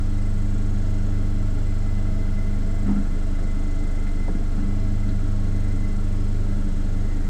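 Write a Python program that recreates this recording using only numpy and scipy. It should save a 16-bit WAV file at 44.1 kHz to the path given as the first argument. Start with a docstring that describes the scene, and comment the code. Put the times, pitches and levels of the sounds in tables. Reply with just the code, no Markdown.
"""A key-cutting machine idles close by. Its motor throbs and hums, and drives the frame, the housing
and a loose panel into forced vibration. The cutter spindle rings faintly; the bearings hiss, whistle
and rub once every turn, over cooling air and workshop rumble. Hands shift the key carriage, whose
impacts give a few dull knocks and light ticks; the hum sinks while they press."""
import sys
import numpy as np
from scipy.fft import rfft, irfft, next_fast_len
from scipy.io import wavfile
from scipy.ndimage import map_coordinates

SR = 44100
rng = np.random.default_rng(int(sys.argv[2]) if len(sys.argv) > 2 else 0)


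def inscribe(sig):
    """Save sig as 16-bit PCM at rate SR to the path in sys.argv[1].

    A 1-D sig is mono; a 2-D sig holds one channel per row.
    Samples are clipped to [-1, 1] before scaling.
    """
    pcm = np.round(np.clip(np.atleast_2d(sig).T, -1, 1) * 32767)
    wavfile.write(sys.argv[1], SR, pcm.astype(np.int16))


N = 321489

SHAFT_HZ, THROB_HZ = 24.897, 25.002
SWELL_S = 0.22  # time for a resonance to build up or die down
# resonances of the cast frame: f/Hz, width/Hz, level/dB
FRAME_MODES = [(163.2, 24.6, 1), (198.8, 39.5, 2), (258.5, 19, -5), (281.5, 41, -1), (348.5, 113, -10.5),
               (412, 58, -11.5)]
# resonances of the sheet-metal housing: f/Hz, width/Hz, level/dB
HOUSING_MODES = [(507, 56, 1), (647, 220, -8.5), (758, 340, -3.5), (1326, 128, -2), (1430, 225, -5.5),
                 (1657, 177, -8)]


def amp(db):
    """Amplitude ratio of a level in decibels."""
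    return 10 ** (np.asarray(db) / 20)


def unit(x):
    """Normalisation to rms 1."""
    return x / np.sqrt(np.mean(x ** 2) + 1e-20)


def clock():
    """Uniform sampling: t/s of each sample."""
    return np.arange(N) / SR


def wobble(rate):
    """Slow random modulation: a spline through `rate` knots a second."""
    t = np.linspace(0, N / SR, num=4000)
    curve = map_coordinates(rng.standard_normal(size=400), [t * rate], mode="wrap")
    return np.interp(clock(), t, curve)


def spells(rows, rise=SWELL_S, fall=SWELL_S):
    """Trapezoidal envelopes, summed over rows of t/s, length/s, height."""
    t = clock()
    return sum(height * np.clip((t - start) / rise, 0, 1) * np.clip(1 - (t - start - length) / fall, 0, 1)
               for start, length, height in rows)


def filtered(x, response):
    """Linear filtering: the spectrum of x times a frequency response."""
    size = next_fast_len(N + SR // 4)
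    return irfft(rfft(x, size) * response(np.fft.rfftfreq(size, 1 / SR)), size)[:N]


def rush(spectrum):
    """Coloured noise, rms 1, from rows of f/Hz, level/dB."""
    hz, db = np.transpose(spectrum)
    noise = rng.standard_normal(N)
    return unit(filtered(noise, lambda f: amp(np.interp(np.log(f + 1), np.log(hz), db))))


def shaft_comb(hz, repeat):
    """Comb filtering: surfaces that meet again each turn favour the shaft's harmonics."""
    return (1 + repeat ** 2 - 2 * repeat * np.cos(2 * np.pi * hz / SHAFT_HZ)) ** -.5


def shaken(modes, repeat=0):
    """Forced vibration, rms 1: noise through a body's steep-sided resonances."""
    def response(f):
        power = sum(amp(db) ** 2 / (1 + ((f * f - hz * hz) / (f * width + 1e-6)) ** 2) ** 2
                    for hz, width, db in modes)
        return np.sqrt(power) * shaft_comb(f, repeat)
    return unit(filtered(rng.standard_normal(N), response))


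def tone(hz, waver):
    """Phase modulation: a sine of rms 1 that strays by about `waver` radians."""
    return np.sqrt(2) * np.sin(2 * np.pi * (hz * clock() + rng.random()) + waver * wobble(7))


def throb(order, lag=0.368):
    """One Fourier component of the motor's pulse, rms 1, delayed by `lag` throb cycles."""
    return np.sqrt(2) * np.sin(2 * np.pi * order * (lag - THROB_HZ * clock()))


def rolling(turn, noise, repeat):
    """Periodic roughness: a share `repeat` of the noise power recurs with every turn."""
    surface = map_coordinates(noise, [SR + (turn % 1) * (SR / SHAFT_HZ)])
    return np.sqrt(repeat) * unit(surface) + np.sqrt(1 - repeat) * noise


def around(turn, place):
    """Angular distance from a place on the shaft, in turns."""
    return abs((turn - place + .5) % 1 - .5)


def singing(modes):
    """Frequency locking, rms 1: each mode wavers on the nearest harmonic of the shaft."""
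    return unit(sum(amp(db + 3.2 * wobble(2.2)) * tone(round(hz / SHAFT_HZ) * SHAFT_HZ, waver=0.9)
                    for hz, db in modes))


def struck(vibration, start, t60, rise_share):
    """Damped response to a contact, about rms 1 at its peak; the rise takes a share of t60."""
    age = np.arange(SR // 2) / SR
    shape = (1 - np.exp(-age / (rise_share * t60))) * np.exp(-np.log(1000) * age / t60)
    envelope = np.pad(shape / shape.max(), (round(start * SR), N))[:N]
    burst = vibration * envelope
    return burst * np.linalg.norm(envelope) / (np.linalg.norm(burst) + 1e-20)


def motor_hum():
    """Harmonic series on half the mains frequency; a pressing hand damps the hum and its octave."""
    # low hum: multiple of the throb, rms level/dB
    harmonics = [(2, -41), (3, -34), (5, -46), (6, -56.5), (7, -55), (9, -53), (12, -54.5)]
    # a hand bears on the machine: t/s, length/s, depth/dB
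    presses = [(0, 0.26, 1.5), (1.5, 3.1, 0.5), (2.1, .85, 1.5), (2.9, 1.68, 6.5), (5.82, 0.1, 6),
               (6.55, 0.31, 5.5), (7.02, .3, 5)]
    # the hum's octave sinks: t/s, length/s, depth/dB
    octave_dips = [(.6, 0.91, 0), (1.45, 0.27, 5), (3.0, 1.55, 4)]
    press_s, release_s, mains_lag = 0.082, 0.15, 0.3367
    rocking = amp(-20) * throb(order=1, lag=0.678)
    low = sum(amp(db) * throb(order) for order, db in harmonics)
    mains_hum = amp(-28 - spells(presses, press_s, release_s)) * throb(order=4, lag=mains_lag)
    octave = amp(-35.5 - spells(octave_dips, press_s, release_s)) * throb(order=8, lag=mains_lag)
    return rocking + low + mains_hum + octave


def gear_whine():
    """Line spectrum of the running gear, lightly modulated in amplitude and phase."""
    # thin steady tones: f/Hz, rms level/dB
    partials = [(293.7, -44), (423.3, -56.5), (473.6, -60.5), (573.1, -61), (624.5, -68.5), (673.5, -62.5),
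                (924.9, -70.5), (1100.1, -62.5), (1124.3, -68), (1421.4, -69), (2340.6, -75), (4107, -79)]
    return sum(amp(db + 1.72 * wobble(5)) * tone(hz, waver=0.61) for hz, db in partials)


def casing_rumble():
    """Forced vibration: the motor makes the frame rumble and the housing rattle."""
    # the rumble shifts in level: t/s, length/s, change/dB
    shifts = [(0, 0.49, -1), (5.5, 1.5, 0)]
    frame = amp(-37.5 + spells(shifts) + 1.6 * wobble(17)) * shaken(FRAME_MODES, repeat=0.1)
    housing = amp(-49.5 + 0.49 * wobble(30)) * shaken(HOUSING_MODES, repeat=0.18)
    return frame + housing


def spindle_ring(turn):
    """Narrow resonance: the cutter spindle's ring swells once a turn, above a fainter lower note."""
    # spindle resonance: f/Hz, width/Hz, level/dB
    modes = [(2050, 61, 0)]
    # the ring grows louder: t/s, length/s, lift/dB
    ring_lifts = [(0, 0.24, 3.5), (.7, .8, 2.5), (1.55, 2.7, 4.5), (2.1, 0.3, 3.5), (3.3, 1, 2.5),
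                  (4.5, .5, 4), (5.42, 0.43, 7.5), (6.0, 0.74, 2.5), (6.85, .45, 5)]
    # the lower note comes forward: t/s, length/s, lift/dB
    lower_lifts = [(5.45, 0.31, 14), (6.85, .45, 18)]
    fade_s = 0.25
    ring_db = -62.5 + spells(ring_lifts, fall=fade_s) + 0.42 * wobble(4.03)
    swell_db = 0.85 * np.cos(2 * np.pi * (turn - .42))
    ring = shaken(modes, repeat=0.15) + amp(-4.5) * tone(hz=2033, waver=0.91)
    lower_note = amp(-79 + spells(lower_lifts, fall=fade_s)) * tone(hz=1890, waver=1.4)
    return amp(ring_db + swell_db) * ring + lower_note


def panel_drone():
    """Plate resonance: a loose panel drones, and one or another of its notes comes forward."""
    # broad panel resonance: f/Hz, width/Hz, level/dB
    modes = [(630, 100, 0)]
    # passing notes: t/s, length/s, f/Hz, rms level/dB
    notes = [(.85, 1.6, 632, -53.5), (1.75, 2.0, 656.5, -54), (4.4, 0.91, 640, -57), (5.75, 1.8, 578, -61)]
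    note_width_hz = 19
    drone = amp(-54.5) * shaken(modes, repeat=0.53)
    for start, length, hz, db in notes:
        envelope = spells([(start, length, 1)])
        drone += amp(db) * envelope * shaken([(hz, note_width_hz, 0)], repeat=0.31)
    return drone


def bearings(turn):
    """Amplitude modulation: the treble flutters as balls roll through the load; the race rings evenly."""
    # rolling hiss: f/Hz, spectral level/dB
    hiss_spectrum = [(2500, -18), (4100, -9), (5500, 2), (6600, -8), (7600, 0), (8400, 3), (8800, 1),
                     (10000, -18), (15000, -41)]
    # resonances of the race: f/Hz, width/Hz, level/dB
    race_modes = [(2750, 40, -9), (2810, 95, 4.5), (3210, 140, 1), (3480, 43, 5.5), (3864, 140, 3.5),
                  (4120, 70, 3.5), (4250, 180, 3.5), (5110, 55, 2.5)]
    # modes of the cage: f/Hz, level/dB
    cage_modes = [(6546, 1.5), (6772, -3), (6946, -5), (7195, -4), (7270, -6), (7544, 3), (7718, -1.5)]
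    # the cage chatters louder: t/s, length/s, lift/dB
    cage_lifts = [(.7, 0.31, 1.5), (5.55, 0.64, 1.5)]
    # modes of the thin whistle: f/Hz, level/dB
    whistle_modes = [(8190, 1.5), (8316, -3), (8170, -4), (8000, -3.5), (7942, -3)]
    # the whistle grows louder: t/s, length/s, lift/dB
    whistle_lifts = [(0, 0.7, 3.5), (3.65, 0.6, 1), (5.5, 1.2, 1.5), (5.52, 0.17, 4), (6.25, 1.1, 0)]
    # sizzle of the loaded balls: f/Hz, width/Hz, level/dB
    sizzle_band = [(12430, 450, 0)]
    balls, ball_swing_db, zone_turns = 7, 2, 0.24
    load_zone = np.exp(-(around(turn, place=0.58) / zone_turns) ** 3)
    ball_pass = amp(ball_swing_db * np.cos(2 * np.pi * balls * (turn - 0.485)))
    load = unit(load_zone * ball_pass)
    hiss = amp(-68.5 + 0.31 * wobble(2.3)) * rolling(turn, rush(hiss_spectrum), repeat=0.77)
    race = amp(-62) * shaken(race_modes, repeat=0.55)
    cage = amp(-66 + spells(cage_lifts)) * singing(cage_modes)
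    whistle = amp(-67.5 + spells(whistle_lifts)) * singing(whistle_modes)
    sizzle = amp(-80) * shaken(sizzle_band)
    return race + load * (hiss + cage + whistle + sizzle)


def dry_rub(turn):
    """Friction noise: each dry spot of the bearing fizzes as it passes, once a turn."""
    # dry spots: place/turns, width/turns, level/dB
    spots = [(.12, 0.03, 5), (.345, 0.022, 10), (.54, 0.033, 2.5), (.885, 0.012, 12), (.927, 0.016, 11),
             (.97, 0.014, 10)]
    # their fizz: f/Hz, spectral level/dB
    spectrum = [(3000, -24), (6000, -2), (7400, 0), (8300, -1), (9600, -4.5), (11000, -16), (12450, -5),
                (13300, -12), (14300, -7.5), (15200, -19)]
    contact = sum(amp(db) * np.exp(-.5 * (around(turn, place) / width) ** 2)
                  for place, width, db in spots)
    return amp(-66.5) * unit(contact * rolling(turn, rush(spectrum), repeat=0.92))


def cooling_air(turn):
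    """Broadband flow noise, a small part of which repeats with the shaft."""
    # rush of air: f/Hz, spectral level/dB
    spectrum = [(1290, -64), (2200, -3), (2680, -3.5), (3360, 3.5), (3650, -3), (4190, 0), (4590, -1),
                (5020, 0), (6050, -1.5), (7400, -1.5), (8400, -4), (9880, -12.5), (10600, -19.5),
                (12600, -16.5), (14600, -26), (15500, -36)]
    return amp(-56.5) * rolling(turn, rush(spectrum), repeat=0.16)


def workshop_rumble():
    """Stationary ambient noise, strongest in the bass."""
    # room noise: f/Hz, spectral level/dB
    spectrum = [(15, -11), (45, -3.5), (110, 2.5), (140, -5), (400, -16.5), (800, -28), (1100, -27),
                (1800, -25), (2300, -28.5), (3000, -36), (6000, -78)]
    return amp(-41) * rush(spectrum)


def key_ticks():
    """Impact noise: key and clamp tap and scrape in short, decaying bands of noise."""
    # contacts: t/s, level/dB, f/Hz, t60/s
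    ticks = [(2.572, -53, 1700, .05), (2.862, -51, 1940, 0.2), (2.872, -48, 1260, 0.26),
             (2.877, -36, 357, 0.19), (2.89, -45, 805, 0.24), (2.956, -47.5, 1390, 0.17),
             (3.385, -47, 1400, 0.048), (4.066, -48, 1900, 0.075), (4.282, -35.5, 750, 0.043),
             (4.281, -32, 500, 0.033), (4.292, -36, 410, 0.091), (5.086, -51, 3900, 0.089)]
    relative_width = 0.36
    return sum(amp(db) * struck(shaken([(hz, relative_width * hz, 0)]), start, t60, rise_share=0.038)
               for start, db, hz, t60 in ticks)


def carriage_knocks():
    """Modal excitation: a soft bump rings the frame modes nearest its pitch and rattles the housing."""
    # bumps: t/s, frame level/dB, housing level/dB, t60/s
    bumps = [(2.822, -34, -57, 0.099), (2.858, -25, -49, 0.16), (2.885, -23.5, -50, 0.3),
             (2.959, -26, -49, 0.185), (3.306, -30, -63, 0.11), (4.290, -25, -47.5, 0.075),
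             (4.35, -25.5, -49, 0.081), (4.579, -24.5, -46, 0.088), (4.623, -31, -61, 0.096),
             (5.104, -32, -60, .07), (6.57, -31.5, -62, 0.13)]
    bump_hz, fall_db_per_octave, rise_share = 226, 33, 0.048
    ring = unit(sum(amp(db - fall_db_per_octave * abs(np.log2(hz / bump_hz))) * tone(hz, waver=1.48)
                    for hz, _, db in FRAME_MODES))
    rattle = shaken(HOUSING_MODES)
    knocks = np.zeros(N)
    for start, frame_db, housing_db, t60 in bumps:
        knocks += amp(frame_db) * struck(ring, start, t60, rise_share)
        knocks += amp(housing_db) * struck(rattle, start, t60, rise_share)
    return knocks


def scene():
    """Superposition of machine, room and handling in one channel."""
    turn = SHAFT_HZ * clock()
    machine = motor_hum() + gear_whine() + casing_rumble() + spindle_ring(turn) + panel_drone()
    machine += bearings(turn) + dry_rub(turn) + cooling_air(turn)
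    return (machine + workshop_rumble() + key_ticks() + carriage_knocks())[None]


def record(dry):
    """Band limiting: an ideal low-pass filter removes the highest treble."""
    cutoff_hz = 15700
    return filtered(dry[0], lambda hz: hz < cutoff_hz)[None]


dry = scene()
out = record(dry)
inscribe(out)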